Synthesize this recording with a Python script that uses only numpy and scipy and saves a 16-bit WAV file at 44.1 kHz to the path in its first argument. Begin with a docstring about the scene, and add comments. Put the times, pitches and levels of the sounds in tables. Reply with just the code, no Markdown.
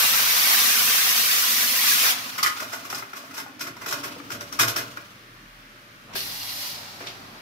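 """A hard-walled workshop, the microphone above the open steel drum of an onion peeler.
Air jets roar in the drum while onions tumble on the spinning disc. The air shuts off, the outlet flap
clanks open and the onions knock down a steel chute into a plastic crate; the microphone comes down
beside it. Later a valve clunks and vents a softer hiss. The motor hums throughout."""
import sys
import numpy as np
from scipy import signal
from scipy.fft import rfft, irfft, next_fast_len
from scipy.io import wavfile
from scipy.ndimage import uniform_filter1d, map_coordinates

SR = 44100
rng = np.random.default_rng(int(sys.argv[2]) if len(sys.argv) > 2 else 0)


def to_wav(sig):
    """Store sig (one row per channel, or 1-D mono) as 16-bit WAV at the path in sys.argv[1].

    Samples outside -1..1 are clipped; the rate is SR.
    """
    pcm = np.clip(np.atleast_2d(sig), -1, 1) * 32767
    pcm = np.round(pcm).astype(np.int16)
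    wavfile.write(sys.argv[1], SR, pcm.T)  # frames by channels


N = 326781
T = np.arange(N) / SR

# Levels in the tables are relative; each source sets its own gain.
# Loudness over time: time_s, level_db
JET_LEVEL = [(0, -22.5), (.19, -24.5), (.45, -22.5), (1.0, -23.5), (1.35, -25), (1.59, -24.5),
             (1.78, -25.5), (1.9, -22.5), (2.02, -23.5), (2.08, -23.5)]  # the jets while their air is on
RUMBLE_LEVEL = [(0, -48), (.35, -48.5), (1.3, -51), (1.95, -47), (2.3, -51.5), (3.2, -54.5), (4.3, -47.5),
                (4.75, -51), (5.1, -57), (5.7, -59), (6.3, -55), (7.1, -54)]  # tumbling and drive
BOOM_LEVEL = [(0, -11), (.45, -4.5), (1.4, -2.5), (2.1, -2.5), (2.9, -2), (3.45, 0.5), (4.0, -5),
              (4.25, -1), (4.6, -7)]  # the drum's boom against its rumble
ROLL_LEVEL = [(.3, -31), (1.95, -37.5), (2.08, -29), (2.19, -38.5), (2.66, -42.5), (3.05, -56), (3.2, -49),
              (3.65, -64), (3.99, -42), (4.2, -49.5), (4.45, -51), (4.8, -39.5), (5, -46)]  # onions rolling on steel
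# The drum's boom rises as it empties: time_s, pitch_hz
BOOM_PITCH = [(0, 228), (1.5, 242.6), (2.2, 258.6), (3.45, 275.7), (4.3, 285)]
# Motor speed: time_s, shaft_hz
SHAFT_SPEED = [(0, 39.75), (4.6, 39.65), (5.3, 39.35), (6, 38.9), (7.41, 39)]
# Motor hum: shaft_multiple, level_db
HUM_LINES = [(1, 0), (3, 2), (15, -1)]
# Drone that joins as the valve switches: pitch_hz, level_db
DRONE_LINES = [(100, -58), (159, -61), (204, -64), (279, -60), (372, -64.5)]

# Blows on steel, edge being the bright part: start_s, rise_s, thud_db, ring_db, edge_db, pitch_hz
FLAP_CLANKS = [(2.379, 0.0047, -44, -30.5, -31.5, 1375), (2.428, 0.0027, -53, -25.5, -22, 1240),
               (2.44, 0.0047, -46, -33, -36, 1290), (2.456, 0.0071, -47, -35, -30.5, 1400),
               (2.467, 0.0032, -47, -30, -41, 1310), (2.495, 0.0028, -54, -40, -48, 1080)]
VALVE_CLUNKS = [(6.128, 0.0097, -44.5, -55, -40, 700), (6.153, 0.0024, -33.5, -41, -38, 900),
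                (6.175, 0.0042, -65, -59, -35, 3820), (6.995, 0.02, -43.5, -44, -43, 697),
                (7.06, 0.014, -43.5, -49, -37, 3770)]
START, RISE, THUD, RING, EDGE, PITCH = range(6)
# Onions hitting chute and crate: start_s, contact_s, knock_db, skin_db, pitch_hz
ONION_HITS = [(2.597, 0.0075, -33.5, -35.5, 1320), (2.622, 0.0051, -38.5, -41, 1240),
              (2.718, 0.016, -34, -35, 1340), (2.845, 0.0078, -38.5, -42, 1100),
              (2.897, 0.0069, -37.5, -34, 1000), (2.926, 0.002, -35.5, -38, 1290),
              (2.947, 0.0063, -39, -34.5, 1190), (2.975, 0.0094, -39, -38.5, 1190),
              (3.023, 0.0026, -39.5, -56, 1310), (3.132, 0.002, -37.5, -45, 1310),
              (3.15, 0.019, -42.5, -41.5, 1090), (3.335, 0.013, -41.5, -40.5, 935),
              (3.365, 0.016, -37, -36.5, 1300), (3.461, 0.0016, -54, -66, 840),
              (3.593, 0.0035, -52, -41, 1390), (3.605, 0.0073, -36, -32, 1405),
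              (3.635, .01, -44, -49, 1430), (3.666, 0.0071, -36, -40.5, 1340),
              (3.81, 0.011, -36.5, -44, 920), (3.86, 0.0033, -36, -35, 1380),
              (3.875, 0.016, -43, -33, 1360), (3.908, 0.0048, -36.5, -37, 1110),
              (3.924, 0.0031, -30, -31.5, 1470), (4.028, 0.014, -34, -35, 1390),
              (4.303, 0.002, -36.5, -37, 1460), (4.316, 0.0047, -38, -33, 1350),
              (4.345, .006, -43, -47, 1460), (4.404, 0.0066, -37.5, -38.5, 1400),
              (4.524, 0.0064, -38, -37.5, 1250), (4.589, 0.0095, -20.5, -19, 1210),
              (4.606, 0.01, -29.5, -25.5, 1410), (4.632, 0.0011, -29, -38, 1510),
              (4.676, 0.007, -32.5, -24.5, 1420), (4.76, 0.0048, -28.5, -25.5, 1340),
              (4.777, 0.0088, -35.5, -37.5, 1580), (4.971, 0.0019, -36.5, -45, 1495)]
# Single contacts: start_s, level_db, pitch_hz
CRATE_KNOCKS = [(2.623, -24.5, 676), (2.732, -26, 650), (2.741, -26.5, 697), (2.927, -25, 820),
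                (3.024, -28, 1290), (3.133, -31, 1240), (3.238, -33, 660), (3.381, -28.5, 860),
                (3.462, -31, 840), (4.163, -27.5, 490), (4.2, -31, 1220)]  # onions on bare plastic
STALK_TICKS = [(2.947, -19.5, 4700), (3.931, -19, 5440), (4.168, -46, 5500), (4.409, -28, 5520),
               (4.526, -21.5, 5500)]  # stalk ends on steel
FRAME_BUMPS = [(4.972, -34, 264), (6.147, -24, 165), (6.151, -25.5, 280), (6.154, -37, 810),
               (7.006, -26, 486)]  # dull bumps of the frame
SPOOL_SLAM = [(6.154, -33.5, 1635)]  # the valve's spool hits its seat
# Modes that those contacts ring: pitch_multiple, t60_s, level_db
CRATE_PARTIALS = [(.68, .03, -10), (1, .028, 0), (1.35, .022, -4), (1.85, 0.017, -3), (2.9, 0.011, -13)]
TICK_PARTIALS = [(.55, .008, -14), (1, 0.028, -6), (1.07, 0.014, -13), (1.6, .008, -12), (2.1, .008, -16)]
BUMP_PARTIALS = [(1, 0.033, -0.5), (1.4, 0.038, -4), (1.95, .05, -8.5)]
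SLAM_PARTIALS = [(.4, 0.073, -4), (1, 0.1, 1), (1.58, .22, -5), (1.79, .12, -4), (2.18, .18, -6),
                 (2.49, .17, -2), (3.26, .15, -10)]
# Modes of the chute: pitch_hz, t60_s, level_db
CHUTE_FLEX = [(91, 0.12, -5), (111.6, 0.17, 3.5), (252, .09, -13), (400, 0.092, -11)]  # the whole chute under a heavy onion
CHUTE_SHEET = [(1096, .17, -3), (1217, .16, -3), (1420, 0.14, -9), (1443, 0.16, 0), (1640, 0.2, -2),
               (1704, .2, -10), (2000, 0.17, -6), (2390, .14, -6), (2510, 0.32, -4.5), (2890, 0.16, -5),
               (3260, .18, -9), (3720, .18, -11)]  # its thin sheet

# Resonances of cavities and steel parts: centre_hz, width_hz, level_db
DRUM_CAVITY = [(421.4, 23, -7.5), (514, 25, -6.5), (737, 19, -3.5), (1180, 71, 1.5), (2380, 93, 1)]
FRAME_BODY = [(98, 12, -5), (119, 15, 2), (263, 66, -2), (379.4, 41, 4.5), (482, 31, -2.5),
              (581.6, 11.7, 4.5), (684, 32, 2), (903, 53, -5)]
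FLAP_BODY = [(1065, 87, -5.5), (1243, 29, 4), (1433, 37, -3.5), (1730, 56, -2), (1955, 44, 1),
             (2140, 87, -3), (2410, 100, -7), (3060, 57, -6)]
FLAP_EDGE = [(4580, 200, -1), (5450, 70, 1), (6300, 60, -4)]
CHUTE_BODY = [(1058, 66, 0.5), (1227, 60, -7), (1440, 63, 5), (2055, 92, 1), (2506, 95, -3.5),
              (3070, 110, -13)]
CHUTE_EDGE = [(2500, 180, 0), (5000, 100, 3), (5600, 720, -1)]
EXHAUST_PORT = [(2830, 40, -1), (3340, 24, 1), (4100, 130, 0), (4400, 69, -1), (4850, 52, 2),
                (5300, 22, -1)]

# Noise spectra at the microphone: frequency_hz, density_db
JET_SPECTRUM = [(300, -28.5), (480, -42), (720, -8), (850, -35), (1040, -2.5), (1250, -24), (1420, -12.5),
                (1750, -2), (2400, -1), (3900, -0.9), (5800, 0.8), (7800, -6), (10000, -4), (13000, 1.5),
                (15600, -3)]
RUMBLE_SPECTRUM = [(35, -30), (60, -18), (100, 0.5), (130, 1), (170, -1), (220, 1.5), (310, -2),
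                   (400, -8.5), (600, -9), (1300, -57)]
BEAT_SPECTRUM = [(15, 1), (30, -4), (65, -17), (200, -60), (400, -120)]  # the boom's uneven beating
ROLL_SPECTRUM = [(250, -43), (450, -9), (700, -5.5), (900, -3), (1350, 1), (1800, -7.5), (2600, -3),
                 (3600, -5.5), (5600, -6.5), (8000, -15.5), (15000, -15)]
WHIRR_SPECTRUM = [(200, -46), (400, -13), (560, -7.5), (900, -6.5), (1200, 1), (1800, -0.5), (2600, -3),
                  (3700, -7), (5800, -11.5), (7600, -20.5), (10000, -19.5), (13000, -17.5), (16000, -22)]  # the workshop's background
SCUFF_SPECTRUM = [(1760, -23), (3000, -3), (3360, -3), (4410, -4), (5630, -2.5), (7000, -6.5), (9330, -11),
                  (13300, -4.5), (14900, -13), (15700, -12), (16000, -29)]  # onion skins, and the flap's crash
KNOCK_SPECTRUM = [(500, -53), (800, -15), (1100, 5), (1600, 3.5), (2400, 5.5), (3400, -17), (5000, -21)]  # a dull knock on sheet steel
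CHURN_SPECTRUM = [(100, -17), (400, -7), (800, 4.5), (1500, -3.5), (3500, -11), (8000, -30)]
CLICK_SPECTRUM = [(1200, -13), (2600, 3.5), (4000, -5), (5500, -1), (8000, -16), (15000, -20)]
HISS_SPECTRUM = [(250, -27), (450, -30), (760, -16), (1400, -11.5), (2000, -3), (3000, -4.5), (4000, 0.5),
                 (5500, -0.5), (7600, -12), (9000, -13.5), (12000, -19)]
FIZZ_SPECTRUM = [(5000, -35), (8000, -12), (10300, -5), (11800, 1.5), (13500, -2), (15600, -7)]
# The workshop's echo: frequency_hz, t60_s
ROOM_DECAY = [(100, 1), (500, 0.69), (2000, 0.31), (6000, 0.23), (14000, 0.16)]
# Stereo width: frequency_hz, side_minus_mid_db
STEREO_WIDTH = [(60, -7), (200, -16.5), (380, -7.5), (700, -5), (1000, -2), (1300, 3.5), (2400, -0.5),
                (15000, 0.5)]

JET_SHUT_S = 2.107
HOLLOW_FADE_DB_PER_S = 2  # the microphone moves away from the drum's open top
WALL_DRIFT_S = .0005  # the panels' echoes shift as the microphone is carried along
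STOOP_S, STOOP_LENGTH_S = 3.38, 0.68  # the microphone comes down to the crate
HUM_NEAR_DB, HUM_FAR_DB = -63, -81  # beside the crate, and from above the drum
# An onion's thud, chute flex and sheet ring: level at a 0 dB knock, dB per dB of knock
THUD_DB, THUD_FOLLOWS = -22, 0.71
FLEX_DB, FLEX_FOLLOWS = 32, 2.87
SHEET_DB, SHEET_FOLLOWS = 3, 1.42
THUD_NEAR_DB = 5  # extra thud with the microphone beside the crate
SHEET_DETUNE, SHEET_SCATTER_DB = 0.0092, 3  # the onions' weight shifts modes; each spot favours its own
UPPER_SPAN_HZ, UPPER_T60_S, UPPER_DB = (1200, 6900), 0.17, -15.5  # upper modes, against the skin rustle
STRAY_SPAN_S, STRAY_DB, STRAY_SPREAD_DB = (3.2, 4.1), -47.5, -6  # light bumps between the loud ones
STRAY_CONTACT_S, STRAY_SKIN_DB, STRAY_HZ = 0.0025, -5.5, 1290  # skin level is against the knock
VENT_OPEN_S, VENT_ATTACK_S, VENT_SHUT_S = 6.147, 0.018, 6.695
HISS_DB, FIZZ_DB, SWELL_DB_PER_S = -38.5, -40, 2.5  # the held hiss grows a little
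SPURT_DB, SPURT_S = 8, 0.044  # pent-up pressure leaves first
PINCH_DB, PINCH_S = 1, 0.055  # a swell just before the vent closes
PORT_DB, SPUTTER_DB = -7.5, 4  # the exhaust port against the hiss, and how much it sputters
TOP_HZ = 15650


def amp(db):
    """Decibels to gain."""
    return 10 ** (np.asarray(db) / 20)


def unit(x):
    """Scale to rms 1."""
    return x / np.sqrt(np.mean(np.abs(x) ** 2) + 1e-20)


def along(points, hz):
    """Read (frequency_hz, value) points on a log axis."""
    knots_hz, values = np.transpose(points)
    return np.interp(np.log(hz + 1), np.log(knots_hz + 1), values)


def curve(points):
    """Read (time_s, value) points at every sample."""
    return np.interp(T, *np.transpose(points))


def wobble(rate):
    """A smooth random curve, rate knots a second."""
    return map_coordinates(rng.standard_normal(int(N * rate / SR) + 4), [T * rate])


def filtered(x, response):
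    """Pass x through a complex response of frequency."""
    size = next_fast_len(N + SR // 2)
    return irfft(rfft(x, size) * response(np.fft.rfftfreq(size, 1 / SR)), size)[..., :N]


def coloured(x, spectrum):
    """Give x a spectrum, keeping the power of white noise."""
    return filtered(x, lambda hz: unit(amp(along(spectrum, hz))))


def resonate(x, modes):
    """Ring x through resonances of alternating sign, keeping the power of white noise."""
    def response(hz):
        return unit(sum((-1) ** k * amp(db) * 1j * hz * width / (centre ** 2 - hz ** 2 + 1j * hz * width)
                        for k, (centre, width, db) in enumerate(modes)))
    return filtered(x, response)


def turbulence(patchy_db):
    """Two white noises (mid, side) with drifting patches of gain."""
    bins = signal.stft(rng.standard_normal((2, N)), nperseg=1024)[2]
    patches = uniform_filter1d(rng.standard_normal(bins.shape), 4, axis=1)
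    patches = unit(uniform_filter1d(patches, 16, axis=2))
    return unit(signal.istft(bins * amp(patchy_db * patches), nperseg=1024)[1][:, :N])


def add_at(track, start_s, sound):
    """Mix a sound into a track, cut off at the track's end."""
    span = track[..., round(start_s * SR):][..., :sound.shape[-1]]
    span += sound[..., :span.shape[-1]]


def bleed(shut_s, drop_db_per_s, rest_db, rest_db_per_s):
    """Level in dB after a valve shuts: pressure drops fast, then the air left in the line drains."""
    since = np.maximum(T - shut_s, 0)
    drop = (1 - amp(rest_db)) * amp(-drop_db_per_s * since)
    drain = amp(rest_db - rest_db_per_s * since)
    return 20 * np.log10(drop + drain + 1e-12)


def passing_walls(x, echo_db, count):
    """Early echoes shift as the microphone moves, so their ripple wanders through the spectrum."""
    out = x.copy()
    for delay_s in rng.uniform(.001, .007, count):
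        lag = np.rint(SR * (delay_s + WALL_DRIFT_S * wobble(1.4))).astype(int)
        out += amp(echo_db) * np.take(x, np.arange(N) - lag, axis=1, mode="wrap")
    return unit(out)


def wall_pings(count, t60, span_s):
    """Onions flung against the drum wall set off many brief rings of scattered pitch and size."""
    t = T[:SR // 14]
    when, pitch, size, bearing = rng.random((count, 4)).T[..., None]
    hz = 1450 * 4.3 ** pitch
    shape = (1 - np.exp(-t / 0.00076)) * amp(-60 * t / t60)
    rings = (1.4 + size ** 3) * shape * np.sin(2 * np.pi * hz * t)
    index = (when * span_s * SR).astype(int) + np.arange(len(t))
    mid, side = [np.bincount(index.ravel(), (rings * pan(2 * np.pi * bearing)).ravel(), N)
                 for pan in (np.cos, np.sin)]
    return np.array([mid, side]) / np.std(mid[:2 * SR])


def jets():
    """Compressed air roars in the hollow, pinging drum below the microphone and dulls as it dies."""
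    fall_db = bleed(JET_SHUT_S, drop_db_per_s=230, rest_db=-13.5, rest_db_per_s=20.5)
    flutter_db = .6 * wobble(35)
    air = coloured(passing_walls(turbulence(patchy_db=1.4), echo_db=-17, count=5), JET_SPECTRUM)
    treble = filtered(air, lambda hz: 1 / (1 + (6500 / (hz + 1)) ** 4))
    air -= np.clip(-fall_db / 14, 0, .5) * treble
    hollow = resonate(turbulence(patchy_db=1.5), DRUM_CAVITY)
    hollow *= amp(-HOLLOW_FADE_DB_PER_S * np.minimum(T, JET_SHUT_S))
    pings = wall_pings(count=800, t60=.08, span_s=2.4)
    roar = amp(2.3) * air + amp(-13) * hollow + amp(-7) * pings
    return amp(curve(JET_LEVEL) + fall_db + flutter_db) * roar


def drum():
    """The disc rumbles, and the onions boom and rattle round the steel wall until the drum is empty."""
    loaded = np.clip((5.3 - T) / 0.62, 0, 1)  # empty at 5.3 s
    rumble = amp(-1.5 + 3.6 * (1 - loaded)) * coloured(turbulence(patchy_db=1.5), RUMBLE_SPECTRUM)
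    beats = coloured(turbulence(patchy_db=1.2), BEAT_SPECTRUM)
    note = np.sin(2 * np.pi * np.cumsum(curve(BOOM_PITCH)) / SR)
    boom = loaded * amp(curve(BOOM_LEVEL)) * unit(beats * note)
    rolling = coloured(turbulence(patchy_db=2), ROLL_SPECTRUM)
    rattle = loaded * amp(curve(ROLL_LEVEL) + 2.24 * wobble(70)) * rolling
    return amp(curve(RUMBLE_LEVEL) + wobble(16)) * (rumble + boom) + rattle


def nearness():
    """Microphone position: 0 above the drum, 1 down by the crate."""
    return np.clip((T - STOOP_S) / STOOP_LENGTH_S, 0, 1)


def tone(hz, db, waver_db):
    """A slightly unsteady line, dead centre."""
    phase = 2 * np.pi * np.cumsum(np.broadcast_to(hz, N)) / SR + hz / 600 * wobble(12)
    return amp(db + waver_db * wobble(3.064)) * np.sin(phase) * np.array([[1], [0]])


def motor():
    """The motor hums over the workshop's whirr, louder by the crate; a drone joins with the valve."""
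    hum_db = HUM_FAR_DB + (HUM_NEAR_DB - HUM_FAR_DB) * nearness()
    shaft_hz = curve(SHAFT_SPEED)
    hum = sum(tone(multiple * shaft_hz, hum_db + db, waver_db=4.5) for multiple, db in HUM_LINES)
    whirr = amp(-52) * coloured(turbulence(patchy_db=1), WHIRR_SPECTRUM)
    switched = np.clip((T - 6.07) / 0.031, 0, 1)
    drone = sum(tone(hz, db - 0.5, waver_db=4) for hz, db in DRONE_LINES)
    churn = amp(-49) * coloured(turbulence(patchy_db=1.5), CHURN_SPECTRUM)
    return hum + whirr + switched * (drone + churn)


def blows(rows, column, t60, grit_db, pitch_db):
    """Gritty bursts swell over each contact and die; t60 is for a 5.5 ms rise, briefer dies faster."""
    out, t = np.zeros((2, N)), T[:SR // 2]
    grit = unit(rng.standard_normal((2, N)) * amp(grit_db * wobble(900)))
    for row in rows:
        rise = max(row[RISE], .001)
        life = t60 * np.sqrt(rise / 0.0055)
        shape = np.minimum(t / rise, 1) * amp(-60 * np.maximum(t - rise, 0) / life)
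        burst = shape * np.take(grit, round(row[START] * SR) + np.arange(len(t)), axis=1, mode="wrap")
        # the struck spot favours its own pitch
        spot = signal.lfilter(*signal.iirpeak(row[PITCH], Q=4, fs=SR), burst)
        add_at(out, row[START], amp(row[column]) * (burst + amp(pitch_db) * spot))
    return out


def thump(x):
    """The machine's frame answers a blow; it radiates no deep bass."""
    low_cut = signal.butter(6, 78, "high", fs=SR, output="sos")
    return signal.sosfilt(low_cut, resonate(x, FRAME_BODY))


def tocks(rows, t60):
    """A firm contact rings a few close panel modes and a high ping; slow, glancing ones hardly do."""
    out, t = np.zeros((2, N)), T[:SR // 4]
    shape = (1 - np.exp(-t / 0.00077)) * amp(-60 * t / t60)
    for row, chance in zip(rows, rng.standard_normal((len(rows), 2, 4, 1))):
        hz = np.array([[0.67 * row[PITCH]], [row[PITCH]], [row[PITCH]], [5450]]) * (1 + 0.031 * chance)
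        levels = amp([[row[RING] - 8], [row[RING]], [row[RING] - 7], [row[EDGE] - 5]])
        ring = np.sum(levels * np.sin(2 * np.pi * hz * t), axis=1)
        firmness = min(1, 0.0038 / max(row[RISE], .001))
        add_at(out, row[START], firmness * shape * ring)
    return out


def room(x, wet_db):
    """The workshop's hard walls echo 5 ms behind the direct sound; the treble dies first."""
    hz, t, bins = signal.stft(rng.standard_normal((2, SR)), SR, nperseg=256)
    decay = amp(-60 * t / along(ROOM_DECAY, hz)[:, None])
    tail = signal.istft(bins * decay, SR, nperseg=256)[1]
    tail = np.pad(tail / np.linalg.norm(tail[0]), ((0, 0), (SR // 200, 0)))
    return x + amp(wet_db) * signal.fftconvolve(x, tail, axes=1)[:, :N]


def flap():
    """The steel flap is thrown open and rattles against its stop; its edge rings brightly."""
    thud = thump(blows(FLAP_CLANKS, THUD, t60=.08, grit_db=2.5, pitch_db=-20))
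    ring = resonate(blows(FLAP_CLANKS, RING, t60=0.18, grit_db=3.5, pitch_db=-9), FLAP_BODY)
    crash = coloured(blows(FLAP_CLANKS, EDGE, t60=0.16, grit_db=-1.5, pitch_db=-20), SCUFF_SPECTRUM)
    bright = resonate(blows(FLAP_CLANKS, EDGE, t60=0.11, grit_db=8.5, pitch_db=-22), FLAP_EDGE)
    firm = tocks(FLAP_CLANKS, t60=0.054)
    clank = amp(2.5) * (thud + firm) + amp(0.5) * ring + amp(-0.5) * crash + amp(-2) * bright
    return room(clank, wet_db=-12)


def strays(count):
    """Light bumps scattered through the pour, as rows like those of ONION_HITS."""
    when, size, pitch = rng.random((count, 3)).T
    first, last = STRAY_SPAN_S
    start_s = first + (last - first) * (np.arange(count) + when) / count
    knock_db = STRAY_DB + STRAY_SPREAD_DB * (2 * size - 1)
    hz = STRAY_HZ * 2 ** (pitch - .5)
    return np.transpose([start_s, np.full(count, STRAY_CONTACT_S), knock_db, knock_db + STRAY_SKIN_DB, hz])


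def pour():
    """Onion contacts as rows like those of FLAP_CLANKS: harder and nearer knocks thump more."""
    start_s, contact_s, knock_db, skin_db, hz = np.vstack([ONION_HITS, strays(count=11)]).T
    thud_db = THUD_DB + THUD_FOLLOWS * knock_db + THUD_NEAR_DB * np.interp(start_s, T, nearness())
    return np.transpose([start_s, contact_s, thud_db, knock_db, skin_db, hz])


def near_panels(x, echo_db):
    """Steel panels near the microphone add weak early copies, which ripple the spectrum."""
    delays_s = rng.uniform(.002, .02, (8, 2, 1))
    return filtered(x, lambda hz: unit(1 + amp(echo_db) * sum(np.exp(-2j * np.pi * hz * delay)
                                                              for delay in delays_s)))


def chute_flex(hits):
    """Heavy onions flex the whole chute, which booms; light ones hardly move it."""
    out, t = np.zeros((2, N)), T[:SR // 2]
    modes = sum(amp(db - 60 * t / t60) * np.sin(2 * np.pi * hz * t) for hz, t60, db in CHUTE_FLEX)
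    boom = (1 - np.exp(-t / 0.016)) ** 2 * modes
    for row in hits:
        add_at(out[0], row[START], amp(FLEX_DB + FLEX_FOLLOWS * row[RING]) * boom)
    return out


def sheet_ring(hits):
    """The chute's thin sheet sings on after a blow, differently each time and mostly after heavy ones."""
    out, t = np.zeros((2, N)), T[:SR // 4]
    hz, t60, db = np.transpose(CHUTE_SHEET)[..., None]
    fade = amp(db - 60 * t / t60) * (1 - np.exp(-t / 0.0051))
    chance = rng.standard_normal((len(hits), 2, len(hz), 1))
    for row, phase, (shift, favour) in zip(hits, rng.random((len(hits), 2, len(hz))), chance):
        shifted_hz = hz * (1 + SHEET_DETUNE * shift)
        modes = fade * amp(SHEET_SCATTER_DB * favour) * np.exp(2j * np.pi * shifted_hz * t)
        ring = np.real(np.exp(2j * np.pi * phase) @ modes)
        add_at(out, row[START], amp(SHEET_DB + SHEET_FOLLOWS * row[RING]) * ring)
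    return out


def upper_modes(hits, count):
    """Every spot on a steel sheet picks its own handful out of the crowded upper modes."""
    out, t = np.zeros((2, N)), T[:SR // 6]
    low, high = UPPER_SPAN_HZ
    for row, (pitch, size, phase) in zip(hits, rng.random((len(hits), 3, 2, count, 1))):
        hz = low * (high / low) ** ((np.arange(count)[:, None] + pitch) / count)
        ring = np.sum(size * np.sin(2 * np.pi * (hz * t + phase)), axis=1)
        rise = max(row[RISE], .001)
        shape = np.minimum(t / rise, 1) * amp(-60 * np.maximum(t - rise, 0) / UPPER_T60_S)
        add_at(out, row[START], amp(UPPER_DB + row[EDGE]) * shape * ring)
    return out


def onions():
    """Each onion thumps the frame, knocks on the chute and scuffs it with its skin."""
    hits = pour()
    thud = thump(blows(hits, THUD, t60=0.16, grit_db=-1, pitch_db=-10))
    knock = coloured(blows(hits, RING, t60=0.09, grit_db=3, pitch_db=8.5), KNOCK_SPECTRUM)
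    ring = resonate(blows(hits, RING, t60=0.16, grit_db=1.5, pitch_db=-15), CHUTE_BODY)
    scuffs = blows(hits, EDGE, t60=0.115, grit_db=1.5, pitch_db=-18)
    skin = coloured(near_panels(scuffs, echo_db=-13), SCUFF_SPECTRUM)
    bright = resonate(blows(hits, EDGE, t60=0.095, grit_db=-2, pitch_db=-20), CHUTE_EDGE)
    contact = thud + amp(-9.5) * knock + amp(3.5) * tocks(hits, t60=.05) + amp(-2) * skin
    steel = chute_flex(hits) + sheet_ring(hits) + upper_modes(hits, count=9)
    return room(contact + steel + amp(-6.5) * ring + amp(-5) * bright, wet_db=-9)


def landings():
    """Onions knock drily on the plastic crate, and hard stalk ends tick on the steel."""
    knocks = raps(CRATE_KNOCKS, CRATE_PARTIALS, attack_s=0.0017, detune=0.038)
    ticks = raps(STALK_TICKS, TICK_PARTIALS, attack_s=.0003, detune=0.029)
    return room(knocks + ticks, wet_db=-6.5)


def raps(rows, modes, attack_s, detune):
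    """Single hard contacts, each setting off a few short modes around its own pitch."""
    out, t = np.zeros((2, N)), T[:SR // 4]
    ratio, t60, mode_db = np.transpose(modes)[..., None]
    for (start_s, db, hz), chance in zip(rows, rng.standard_normal((len(rows), 2, len(modes), 1))):
        ring = amp(mode_db - 60 * t / t60) * np.sin(2 * np.pi * hz * ratio * (1 + detune * chance) * t)
        add_at(out, start_s, amp(db) * (1 - np.exp(-t / attack_s)) * ring.sum(axis=1))
    return out


def valve():
    """The frame bumps, and the valve clunks as its spool hits the seat."""
    thud = thump(blows(VALVE_CLUNKS, THUD, t60=.14, grit_db=2, pitch_db=-12))
    knock = coloured(blows(VALVE_CLUNKS, RING, t60=0.15, grit_db=2, pitch_db=-7), KNOCK_SPECTRUM)
    click = coloured(blows(VALVE_CLUNKS, EDGE, t60=0.14, grit_db=2, pitch_db=5), CLICK_SPECTRUM)
    bump = raps(FRAME_BUMPS, BUMP_PARTIALS, attack_s=0.0049, detune=0.028)
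    slam = raps(SPOOL_SLAM, SLAM_PARTIALS, attack_s=0.0017, detune=0.004)
    return room(bump + slam + amp(-3) * (thud + click) + amp(0.5) * knock, wet_db=-12.5)


def vent():
    """Air spurts from the exhaust port, holds and drains; its fizz fades first as the pressure falls."""
    since = np.maximum(T - VENT_OPEN_S, 0)
    pinch_db = PINCH_DB * np.exp(-((T - VENT_SHUT_S + PINCH_S) / PINCH_S) ** 2)
    flow = np.minimum(since / VENT_ATTACK_S, 1) * amp(SPURT_DB * np.exp(-since / SPURT_S) + pinch_db)
    swell_db = SWELL_DB_PER_S * (np.minimum(T, VENT_SHUT_S) - VENT_OPEN_S)
    hiss_db = HISS_DB + swell_db + bleed(VENT_SHUT_S, drop_db_per_s=150, rest_db=-4.5, rest_db_per_s=22.5)
    fizz_db = FIZZ_DB + bleed(VENT_SHUT_S, drop_db_per_s=150, rest_db=-13.5, rest_db_per_s=17)
    air = coloured(turbulence(patchy_db=1.5) * amp(.8 * wobble(150)), HISS_SPECTRUM)
    sputter = unit(turbulence(patchy_db=4) * amp(SPUTTER_DB * wobble(60)))
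    hiss = amp(hiss_db) * (air + amp(PORT_DB) * resonate(sputter, EXHAUST_PORT))
    fizz = amp(fizz_db) * coloured(turbulence(patchy_db=2.5), FIZZ_SPECTRUM)
    return flow * (hiss + fizz)


def scene():
    """Mid and side at the microphone, turned to left and right: bass nearly mono, treble diffuse."""
    mid, side = jets() + drum() + flap() + onions() + landings() + vent() + valve() + motor()
    side = filtered(side, lambda hz: amp(along(STEREO_WIDTH, hz)))
    return np.array([mid + side, mid - side])


def record(dry):
    """The handheld recorder keeps nothing above its band limit."""
    return filtered(dry, lambda hz: hz < TOP_HZ)


dry = scene()
out = record(dry)
to_wav(out)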